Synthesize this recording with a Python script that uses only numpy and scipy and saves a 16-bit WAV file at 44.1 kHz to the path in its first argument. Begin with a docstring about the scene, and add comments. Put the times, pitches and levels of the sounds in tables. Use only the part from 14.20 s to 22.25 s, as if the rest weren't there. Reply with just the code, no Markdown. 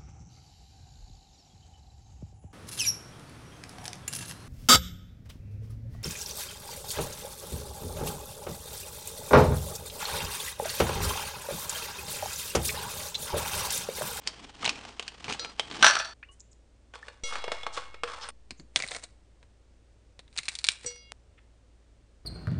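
"""A dog's dinner in a steel bowl

A kitchen, the microphone close to the bowl; short moments follow one another, joined by hard cuts.
Scissors snip a plastic pouch and its creases snap, dried meat tumbles onto ringing steel, broth drips
from a ladle, and a spoon clinks and stirs up bubbles. Then the scissors crack a small egg and crunch
through a prawn's shell. Faint room air and an appliance's hum lie behind it all."""
import sys
import numpy as np
from scipy import signal
from scipy.fft import rfft, irfft
from scipy.io import wavfile
from scipy.ndimage import uniform_filter1d

SR = 44100
rng = np.random.default_rng(int(sys.argv[2]) if len(sys.argv) > 2 else 0)


def dump_mix(stems):
    """Bounce the given channels to the path in sys.argv[1] as a 16-bit WAV at rate SR."""
    frames = np.atleast_2d(stems).T  # one column per channel
    limited = np.clip(frames, -1, 1)  # hard clip at full scale
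    pcm = np.round(limited * 32767).astype(np.int16)
    wavfile.write(sys.argv[1], SR, pcm)


N = 355005
TIME = np.arange(N) / SR
# where each moment starts: pouch, meat, ladle, stirring, shells, quiet ending (time [s])
CUT_TIMES = [0, 1.312, 1.936, 3.034, 4.106, 6.922]


def pouch():
    """Creases snap and crinkle under the scissors while the plastic bag flexes dully."""
    # creases snapping (time [s], relative level [dB], brightness [dB/octave], resonance [Hz])
    creases = [(0.0739, -23, 5, 4800), (0.4299, -32.5, -6.5, 1280), (0.4451, -29, -0.5, 3760),
               (0.4527, -23.5, 1.5, 2750), (0.4608, -22.5, -1.5, 3800), (0.4769, -24.5, -2.5, 2670),
               (0.4928, -21, 2.5, 2530), (0.6507, -39, -2.5, 587), (0.7954, -28, -1, 2720),
               (0.8256, -40, 1, 3920), (0.8795, -32, 2.5, 2780), (1.0433, -35, 1, 2900),
               (1.0811, -33, -4, 2360), (1.1077, -36, -3, 2680), (1.1248, -29, 6.5, 2530),
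               (1.1353, -33, 5, 3270), (1.1952, -31, 2.5, 4080), (1.2475, -31.5, -3, 2400),
               (1.3957, -20.5, -2.1, 3220), (1.5123, -34.5, -4, 3900)]
    # colour of the plastic (frequency [Hz], level [dB])
    plastic = [(71, -38), (120, -17), (292, -4.5), (339, -16.5), (424, -2.5), (560, -9), (782, -3.5),
               (959, -5), (1090, -5), (1470, -6.5), (3210, 0), (3580, -4), (5000, -6), (8410, -15.5),
               (10100, -26.5), (13200, -51.5), (22000, -120)]
    # the hand squeezes for each snip, then tips the bag (peak [s], rise [s], fade [s], level [dB])
    squeezes = [(0.075, 0.045, 0.055, -47), (0.22, 0.16, 0.2, -51), (0.455, 0.088, 0.25, -40.5),
                (0.68, 0.05, 0.094, -51.5), (0.81, 0.19, 0.45, -57), (1.11, 0.088, 0.089, -37),
                (1.24, .1, 0.14, -49.5), (1.61, 0.26, .12, -41.5)]
    snaps = hits(creases, plastic, grain_s=0.0009, ring_db=10, scatter_s=0.0069, scatter_db=0.5,
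                 thud_db=-4, body_db=4, edge_db=2.5, db=0)
    holding = gain_of(-63.5) * (TIME < CUT_TIMES[2])  # it rustles even when merely held
    grip = np.hypot(effort(squeezes), holding)
    crinkle = crackle(grip, plastic, per_s=8000, dull_db=0, crisp_db=1)
    flex = gain_of(-5) * grip * band_noise(80, 370)
    return snaps + crinkle + flex


def dried_meat():
    """Hard pieces slide out in a rush and land on the steel, whose ringing the heap damps."""
    # the biggest pieces (time [s], relative level [dB], brightness [dB/octave], resonance [Hz])
    landings = [(1.6259, -11.5, -2.5, 1640), (1.6287, -19.5, -6, 1420), (1.6443, -8, -2, 1619),
                (1.6596, -18, -4.5, 1590), (1.6653, -11, -1, 1390), (1.6796, -19, 4, 5730),
                (1.7654, -23, -5, 1550), (1.7883, -28.5, 4.5, 5860), (1.7993, -26.5, -3.5, 1620),
                (1.8463, -35, 0, 4390)]
    # colour of meat striking steel (frequency [Hz], level [dB])
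    meat_on_steel = [(71, -54.5), (120, -29), (352, -26.5), (662, -16.5), (1050, -13), (1500, -6),
                     (1740, -8), (1910, -12), (2570, -10), (4230, -8), (4820, -15), (5910, -5),
                     (6490, -19.5), (9060, -23), (10100, -34), (13200, -65), (22000, -120)]
    # the rush of pieces (peak [s], rise [s], fade [s], level [dB])
    tumble = [(1.665, .03, 0.14, -20.5)]
    # modes of the bowl under the heap (frequency [Hz], relative level [dB], t60 [s])
    loaded_bowl = [(650.6, -4, 0.17), (801, -11, .25), (1204, -6.5, .25), (1305, -2.5, 0.18),
                   (1361, -5, 0.1), (1454, -10, 0.17), (1580, -9.5, 0.19), (1556, -3.5, 0.18),
                   (1710, -4, .22), (1750, -4, 0.31), (2498, -2, .2), (2549, -5, .2), (2560, -0.5, 0.11),
                   (2980, -8.5, 0.2), (3510, -8, 0.33), (4120, -7.5, 0.34), (4300, -12, 0.6),
                   (4505, -4, .7), (5800, -8, .25)]
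    blows = hits(landings, meat_on_steel, grain_s=0.0015, ring_db=5, scatter_s=0.012, scatter_db=6,
                 thud_db=-7.5, body_db=1.5, edge_db=0, db=-1.5)
    blows += crackle(effort(tumble), meat_on_steel, per_s=1100, dull_db=-2, crisp_db=0)
    return on_bowl(blows, loaded_bowl, ring_db=-16.5) * (TIME < CUT_TIMES[2])


def bowl_clinks(split=0.0013, twin_db=-9):
    """The bowl rings until the next cut; not quite round, it has a weaker twin beating with each mode."""
    # steel modes (frequency [Hz], t60 [s], struck on rim [dB], on wall [dB], on base [dB])
    modes = [(482.4, 0.3, -46, -50, -34.5), (569, 0.41, -53, -55, -72.5), (1330, 1.8, -48, -55, -64),
             (2180, 2.3, -60, -42.5, -50.5), (2360, .3, -63, -72, -85), (2806, 2.13, -74, -47, -51),
             (3340, 1.43, -61, -40.5, -52.5), (3890, 1.8, -47, -46, -64), (4210, 0.54, -35.5, -61, -63),
             (4274, 0.95, -65, -45.5, -58), (4408, 0.39, -48, -52, -40.5), (4840, 0.85, -40, -43, -43.5),
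             (4740, 0.67, -60, -53, -79), (5540, .4, -63, -67, -88.5), (5806, 0.33, -39, -30.5, -28.5),
             (6160, .45, -69, -44, -76), (6930, 0.16, -44, -38, -37), (7720, 0.14, -70, -38, -30),
             (8350, 0.076, -66, -32.5, -29)]
    # touches (time [s], gain [dB], place [0 rim, 1 wall, 2 base], softness [dB lost per kHz])
    touches = [(1.194, -1, 0, 0.5), (3.036, 5, 1, 2), (3.319, -14.5, 1, 2), (3.835, 2.5, 2, 13.5),
               (6.646, -7, 2, 5), (6.662, -5, 2, 0)]
    out = np.zeros(N)
    hz, t60, *place_db = np.transpose(modes)[:, :, None]
    for s, db, place, softness in touches:
        next_cut = min(cut for cut in CUT_TIMES if cut > s)
        t = np.arange(0, next_cut - s, 1 / SR)
        decay = gain_of(db + place_db[place] - softness * hz / 1000 - 60 * t / t60)
        phase = rng.random((len(hz), 1))
        tone = np.sin(2 * np.pi * (hz * t + phase))
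        twin = gain_of(twin_db) * np.sin(2 * np.pi * (hz * (1 + split) * t + phase))
        add(out, s, (decay * (tone + twin)).sum(0) * attack(t, 0.00035))
    return out


def broth():
    """The ladle empties and the spoon shoves wet pieces against the bowl, sloshing with each stroke."""
    # ladle and spoon on meat (time [s], relative level [dB], brightness [dB/octave], resonance [Hz])
    shoves = [(2.7375, -43, -1, 1540), (2.7542, -42, 1, 1076), (2.8825, -38, 1, 1700),
              (3.1552, -29.5, 0, 1710), (3.2407, -31, 0, 980), (3.2796, -29.5, -3.5, 910),
              (3.3181, -25, 0, 615), (3.4321, -37, 0, 3430), (3.4656, -27, -1, 1380),
              (3.5741, -29.5, 0, 1100), (3.5787, -33, 0.5, 1480), (3.7428, -42, 0, 2150),
              (3.8347, -25, 0, 1363), (3.8763, -39.5, 0, 1060), (3.9364, -40.5, 3.5, 1590),
              (4.088, -37, 2.5, 9000)]
    # colour of wet meat (frequency [Hz], level [dB])
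    wet_meat = [(71, -57), (120, -15), (161, -24.5), (292, -19), (474, -1.5), (726, -5), (874, -0.5),
                (1320, -5), (1940, -8.5), (2170, -7.5), (3450, -11), (4160, -12.5), (5000, -15),
                (9060, -20.5), (10100, -32), (13200, -65), (22000, -120)]
    # broth running off the ladle (peak [s], rise [s], fade [s], relative level [dB])
    ladlings = [(2.75, 0.022, 0.17, -54), (2.86, 0.12, 0.25, -55)]
    # strokes of the spoon (peak [s], rise [s], fade [s], relative level [dB])
    strokes = [(3.14, 0.084, 0.13, -39.5), (3.32, 0.05, .2, -47), (3.57, 0.055, 0.13, -42),
               (3.88, 0.015, 0.4, -44.5), (4.05, 0.083, 0.067, -43)]
    # modes of the bowl holding broth and meat (frequency [Hz], relative level [dB], t60 [s])
    wet_bowl = [(494, -13, 0.054), (847, -20, 0.058), (1120, -6.5, 0.06), (1303, 0, 0.025),
                (2830, -13.5, 0.062), (3450, 3.5, 0.024), (4370, -6, 0.087), (5170, 4.5, 0.033),
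                (5940, -3, 0.028)]
    knocks = hits(shoves, wet_meat, grain_s=0.003, ring_db=8, scatter_s=0.0051, scatter_db=4.5,
                  thud_db=4, body_db=-1.5, edge_db=-4.5, db=-1)
    splash = crackle(effort(ladlings), wet_meat, per_s=970, dull_db=-4.5, crisp_db=-4)
    start_s, end_s = CUT_TIMES[3:5]
    stirring = effort(strokes) * (TIME > start_s) * (TIME < end_s)
    scrape = crackle(stirring, wet_meat, per_s=1100, dull_db=-7, crisp_db=-2.5, clump_db=1.5)
    froth = gain_of(-2.5) * stirring * bubbles(start_s, end_s)
    sticking = gain_of(-4.5) * squelches()
    return on_bowl(knocks + splash + scrape + froth + sticking, wet_bowl, ring_db=-14)


def egg():
    """The blades tap and crack the brittle shell, crunching finely between the cracks."""
    # taps and cracks (time [s], relative level [dB], brightness [dB/octave], resonance [Hz])
    breaks = [(4.3076, -35, -1, 4700), (4.3979, -47.5, -2, 4610), (4.5603, -15, 1.5, 3520),
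              (4.6018, -29.5, -2, 2340), (4.623, -28, 4, 2000), (4.6368, -29, -1.5, 2150),
              (4.6426, -35, -4.5, 2000), (4.6764, -39, 5, 8960), (4.686, -36, 1.5, 4100),
              (4.7172, -31.5, -2, 3750), (4.7486, -33.5, -0.5, 2100), (4.8382, -37, 7.5, 4000),
              (5.2286, -54, -4.5, 925), (5.9922, -43.5, -2.3, 3750)]
    # colour of eggshell (frequency [Hz], level [dB])
    eggshell = [(71, -35), (120, -7.5), (191, -13), (333, -13), (492, -5), (782, -3), (858, -13),
                (1050, -6.5), (1200, -8.5), (2170, 1), (3030, -4), (4160, -0.5), (5000, -3), (9060, -2),
                (10100, -17), (13200, -69), (22000, -120)]
    # the blades pressing through (peak [s], rise [s], fade [s], relative level [dB])
    bites = [(4.57, 0.011, 0.086, -36.5), (4.63, 0.036, 0.069, -41), (4.735, 0.1, 0.11, -42.5),
             (4.835, 0.026, 0.033, -48)]
    # the blade bumping the egg dully against the fingers (peak [s], rise [s], fade [s], level [dB])
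    bumps = [(4.31, .006, 0.031, -44), (4.4, .008, 0.052, -47), (4.563, .004, 0.033, -47.5),
             (4.643, 0.011, 0.014, -50)]
    cracks = hits(breaks, eggshell, grain_s=0.0005, ring_db=10, scatter_s=0.0069, scatter_db=-1.5,
                  thud_db=-0.5, body_db=1, edge_db=-5.5, db=-1)
    crunch = crackle(effort(bites), eggshell, per_s=2300, dull_db=-4, crisp_db=-0.5)
    return cracks + crunch + effort(bumps) * band_noise(90, 310)


def prawn():
    """The prawn's shell gives way under the scissors in sharp cracks and a crisp crunch."""
    # the shell breaking (time [s], relative level [dB], brightness [dB/octave], resonance [Hz])
    breaks = [(6.0789, -56.5, -6, 3880), (6.1279, -55.5, -4.5, 4350), (6.1641, -41, -4.5, 7110),
              (6.1757, -27.5, 3.5, 4350), (6.1824, -26.5, 2, 4140), (6.1875, -24.5, -1.5, 2260),
              (6.2325, -39.5, 2, 2280), (6.255, -39.5, 1.5, 4180), (6.2827, -24.5, -2, 4300),
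              (6.2865, -25.5, 1, 7800), (6.2926, -34.5, 3, 2220), (6.3528, -30.5, 4.5, 3320),
              (6.3881, -31, 3.5, 4090), (6.4422, -21, -0.2, 4400), (6.4465, -23, 0, 4090),
              (6.4676, -29, 6, 4090), (6.4871, -12, 1, 2700), (6.5055, -35, 4, 4050),
              (6.5184, -35, 3, 8040), (6.6463, -42.5, -7.5, 564)]
    # colour of prawn shell (frequency [Hz], level [dB])
    shell = [(71, -37), (120, -13), (184, -47), (213, -25), (530, -24.5), (782, -17), (1200, -15.5),
             (2290, -5.5), (3090, -10), (3720, -5.5), (4080, -4.5), (6490, -10.5), (7390, -7.5), (9060, -7),
             (10100, -22), (13200, -48), (22000, -120)]
    # the blades pressing through (peak [s], rise [s], fade [s], relative level [dB])
    bites = [(6.185, 0.062, 0.11, -49.5), (6.3, .08, 0.35, -48), (6.48, .08, 0.11, -41.5),
             (6.665, 0.14, 0.11, -47)]
    cracks = hits(breaks, shell, grain_s=0.00079, ring_db=7.5, scatter_s=0.0065, scatter_db=-3.5,
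                  thud_db=-4.5, body_db=-3.5, edge_db=-5.5, db=-2)
    return cracks + crackle(effort(bites), shell, per_s=1000, dull_db=-10, crisp_db=-2)


def drips():
    """Each drop traps a bubble that glides in pitch, mostly upward, and dies as it surfaces."""
    # drips and wet ticks (time [s], level [dB], pitch [Hz], glide [octaves/s], t60 [s])
    drops = [(2.029, -40, 1630, 26, 0.067), (2.029, -39, 2390, 10, 0.061), (2.088, -50, 2840, 1.5, 0.15),
             (2.091, -56.5, 1103, 0.5, 0.14), (2.205, -30, 5560, -2.5, 0.0028),
             (2.331, -41, 5230, 0.5, 0.0028), (2.739, -36.5, 1580, -7, 0.03), (2.829, -35, 1720, 9, .04)]
    out, t = np.zeros(N), np.arange(SR // 8) / SR
    for s, db, hz, glide, t60 in drops:
        cycles = np.cumsum(np.minimum(hz * 2 ** (glide * t), SR / 2)) / SR
        surfacing = np.exp(-2 * (glide * t) ** 2)
        envelope = gain_of(db - 60 * t / t60) * surfacing * attack(t, 0.000193)
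        add(out, s, envelope * np.sin(2 * np.pi * cycles))
    return out


def bubbles(start_s, end_s, per_s=420, lo_hz=803, hi_hz=1660, ring_cycles=6.1, rise_per_cycle=0.014):
    """Air pockets squeezed out of the wet heap each ring for a few cycles as their pitch creeps up."""
    out, t = np.zeros(N), np.arange(SR // 25) / SR
    pitches, tries, spread_db = 24, 40, 3
    span_s = end_s - start_s
    for hz in np.geomspace(lo_hz, hi_hz, pitches):
        cycles = hz * t
        bubble = np.sin(2 * np.pi * cycles * (1 + rise_per_cycle * cycles / 2))
        bubble *= np.exp(-cycles / ring_cycles)
        for when, rarity, chance in rng.random((tries, 3)):
            if chance < per_s * span_s / (pitches * tries):
                add(out, start_s + when * span_s, gain_of(-spread_db * np.log(rarity + 0.03)) * bubble)
    return out / np.sqrt(np.mean(out[out != 0] ** 2))


def squelches():
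    """Wet surfaces stick and slip in short swells."""
    # squelches and scrapes (time [s], length [s], relative level [dB], low edge [Hz], high edge [Hz])
    swells = [(2.026, 0.014, -45, 1080, 2750), (2.108, 0.044, -59.5, 6250, 9600),
              (2.193, 0.028, -49.5, 6160, 7630), (2.307, 0.037, -60, 6380, 8100),
              (3.033, 0.1, -44, 2480, 9600), (3.522, 0.046, -42, 3160, 7900),
              (4.004, 0.055, -41, 2980, 5800), (4.086, 0.01, -36.5, 8600, 9300),
              (4.363, 0.069, -60.5, 6240, 7300), (7.172, 0.027, -57.5, 1300, 2900)]
    out = np.zeros(N)
    for s, length_s, db, lo_hz, hi_hz in swells:
        slips = rng.laplace(size=SR // 4)[:round(length_s * SR)]
        swell = signal.windows.tukey(len(slips), 0.7)
        add(out, s, gain_of(db) * swell * unit_rms(band(slips, lo_hz, hi_hz)))
    return out


def thump(s, db, fade_s):
    """A soft, very low bump opens the stirring."""
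    t = np.maximum(TIME - s, 0)
    return -gain_of(db) * attack(t, 0.00057) * np.exp(-t / fade_s)


def dry_tick(s, db):
    """A single dry tick follows the prawn, just before the last cut."""
    out = np.zeros(N)
    tick = pulse([(200, -15.5), (700, 4.5), (4000, 0), (9000, -8)])
    add(out, s, gain_of(db) * tick / abs(tick).max())
    return out


def hits(rows, material, grain_s, ring_db, scatter_s, scatter_db, thud_db, body_db, edge_db, db):
    """A brief burst of slips rings a flap or piece for a few cycles, then scatters off the bowl."""
    out, t = np.zeros(N), np.arange(SR // 12) / SR
    colour = [(220, thud_db), (1000, body_db), (3000, 0), (7000, edge_db)]
    usual_hit_db = -26.5
    for s, hit_db, brightness, hz in rows:
        drier_db = 0.18 * (hit_db - usual_hit_db)  # a harder hit scatters less
        burst = rng.standard_normal(len(t)) * np.exp(-t / grain_s)
        burst *= np.sqrt(t)  # the slips take a moment to spread
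        scatter = rng.standard_normal(len(t)) * np.exp(-t / scatter_s)
        scatter *= gain_of(scatter_db - drier_db) / np.linalg.norm(scatter)
        drive = burst / np.linalg.norm(burst) + scatter
        drive[round(grain_s * SR / 2)] += 0.5  # the main release
        tilt = [(200, -4 * brightness), (6400, brightness)]
        resonance = [(hz * 0.78, 0), (hz, ring_db), (hz * 1.28, 0)]
        sound = signal.fftconvolve(drive, pulse(material, colour, tilt, resonance))
        onset_rms = np.sqrt(np.mean(sound[:SR // 250] ** 2))
        add(out, s, gain_of(hit_db + db) * sound / onset_rms)
    return out


def crackle(force, material, per_s, dull_db, crisp_db, clump_db=3.5):
    """Many tiny slips of uneven size come in clumps, heard through the material's colour."""
    clumps = gain_of(clump_db * wander(SR // 100))
    sizes = gain_of(3.5 * np.minimum(rng.exponential(1, N), 3.5)) * rng.choice([-1, 1], N)
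    slipping = rng.random(N) < per_s / SR
    grains = signal.oaconvolve(sizes * clumps * slipping, pulse(material))[:N]
    dull = gain_of(dull_db) * unit_rms(band(grains, 150, 1500))
    crisp = gain_of(crisp_db) * unit_rms(band(grains, 1500, 12000))
    return force * (dull + crisp)


def effort(gestures):
    """Each gesture of the hand swells by 20 dB over its rise time and dies by 20 dB over its fade time."""
    power = np.zeros(N)
    for s, rise_s, fade_s, db in gestures:
        away = np.maximum((s - TIME) / rise_s, (TIME - s) / fade_s)
        power += gain_of(db - 20 * np.minimum(away, 10)) ** 2
    return np.sqrt(power)


def on_bowl(force, modes, ring_db):
    """The contact sound plus the ringing it drives in the steel."""
    t = np.arange(SR // 2) / SR
    ring = sum(gain_of(db - 60 * t / t60) * np.cos(2 * np.pi * hz * t) for hz, db, t60 in modes)
    return force + gain_of(ring_db) * signal.oaconvolve(force, ring / np.linalg.norm(ring))[:N]


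def kitchen(x, wet_db):
    """Dense echoes die away band by band behind the direct sound; each cut stops their tail."""
    # reverberation of the kitchen (frequency [Hz], t60 [s])
    decay_times = [(150, 0.16), (600, 0.47), (2500, 0.41), (6000, 0.31), (10000, .33)]
    t = np.arange(SR // 2) / SR
    echoes = rng.standard_normal(len(t)) * attack(t, 0.0049)
    hz, age_s, spectra = signal.stft(echoes, SR, nperseg=256)
    spectra = spectra * gain_of(-60 * age_s / read(decay_times, hz)[:, None])
    tail = signal.istft(spectra, SR, nperseg=256)[1]
    tail *= gain_of(wet_db) / np.linalg.norm(tail[:len(t)])
    moments = np.split(x, [round(cut * SR) for cut in CUT_TIMES[1:]])
    return np.concatenate([part + signal.fftconvolve(part, tail)[:len(part)] for part in moments])


def room_tone():
    """Faint steady air, a trace of rumble and an appliance's slightly wavering hum."""
    # colour of the room's air (frequency [Hz], relative level [dB])
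    air_colour = [(47, -29.5), (80, 4.5), (130, -10.5), (270, -9), (448, -12), (476, -12), (571, -11),
                  (658, -17), (1140, -22.5), (2830, -26), (3320, -27), (8610, -31), (10100, -39.5),
                  (13200, -76), (22000, -120)]
    # tones of the appliance (frequency [Hz], level [dB])
    hum_tones = [(57, -60.5), (99, -77), (113, -74)]
    air_gain = gain_of(read(air_colour, np.fft.rfftfreq(N, 1 / SR)))
    air = irfft(rfft(rng.standard_normal(N)) * air_gain, N)
    air *= gain_of(-66.5) / np.std(band(air, 80, 10000))
    rumble = gain_of(-65.5) * band_noise(15, 51)
    wavering_time = np.cumsum(1 + 0.01 * wander(SR // 8)) / SR
    hum = sum(np.sqrt(2) * gain_of(db) * np.sin(2 * np.pi * hz * wavering_time) for hz, db in hum_tones)
    return air + rumble + hum


def gain_of(db):
    """Decibels to amplitude."""
    return 10 ** (np.asarray(db) / 20)


def unit_rms(x):
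    """Scales to rms 1."""
    return x / np.sqrt(np.mean(x ** 2) + 1e-20)


def attack(t, rise_s):
    """An exponential rise from 0 toward 1."""
    return 1 - np.exp(-t / rise_s)


def read(points, hz):
    """Reads a table on a log-frequency axis."""
    table_hz, values = np.transpose(points)
    return np.interp(np.log(hz + 1), np.log(table_hz + 1), values)


def add(mix, s, sound):
    """Adds a sound at time s."""
    part = mix[round(s * SR):][:len(sound)]
    part += sound[:len(part)]


def band(x, lo_hz, hi_hz):
    """Band-pass."""
    return signal.sosfilt(signal.butter(3, [lo_hz, hi_hz], "band", fs=SR, output="sos"), x)


def band_noise(lo_hz, hi_hz):
    """A band of noise at rms 1."""
    return unit_rms(band(rng.standard_normal(N), lo_hz, hi_hz))


def wander(samples):
    """Random drift at rms 1, smoothed over this many samples."""
    return unit_rms(uniform_filter1d(rng.standard_normal(N), samples))


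def pulse(*spectra, size=2048):
    """The shortest causal pulse that has the summed (frequency [Hz], level [dB]) spectra."""
    hz = abs(np.fft.fftfreq(size, 1 / SR))
    db = np.maximum(sum(read(spectrum, hz) for spectrum in spectra), -70)
    minimum_phase = np.exp(np.conj(signal.hilbert(np.log(gain_of(db)))))
    return np.fft.ifft(minimum_phase).real[:size // 2]


def scene():
    """The work at the bowl from close by, in mono, with the kitchen behind it."""
    mix = kitchen(pouch(), wet_db=-16)
    mix += kitchen(dried_meat(), wet_db=-13)
    mix += kitchen(broth(), wet_db=-10.5)
    mix += kitchen(egg() + prawn(), wet_db=-19.5)
    mix += drips() + bowl_clinks()
    mix += thump(s=3.035, db=-34.5, fade_s=0.54) + dry_tick(s=6.9205, db=-16)
    return (mix + room_tone())[None]


def record(dry):
    """The phone's microphone holds peaks to full scale and loses the top treble steeply."""
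    edge_hz = 10250
    lowpass = signal.firwin(255, edge_hz, window=("kaiser", 7), fs=SR)
    return signal.oaconvolve(np.clip(dry, -1, 1), lowpass[None], "same")


dry = scene()
out = record(dry)
dump_mix(out)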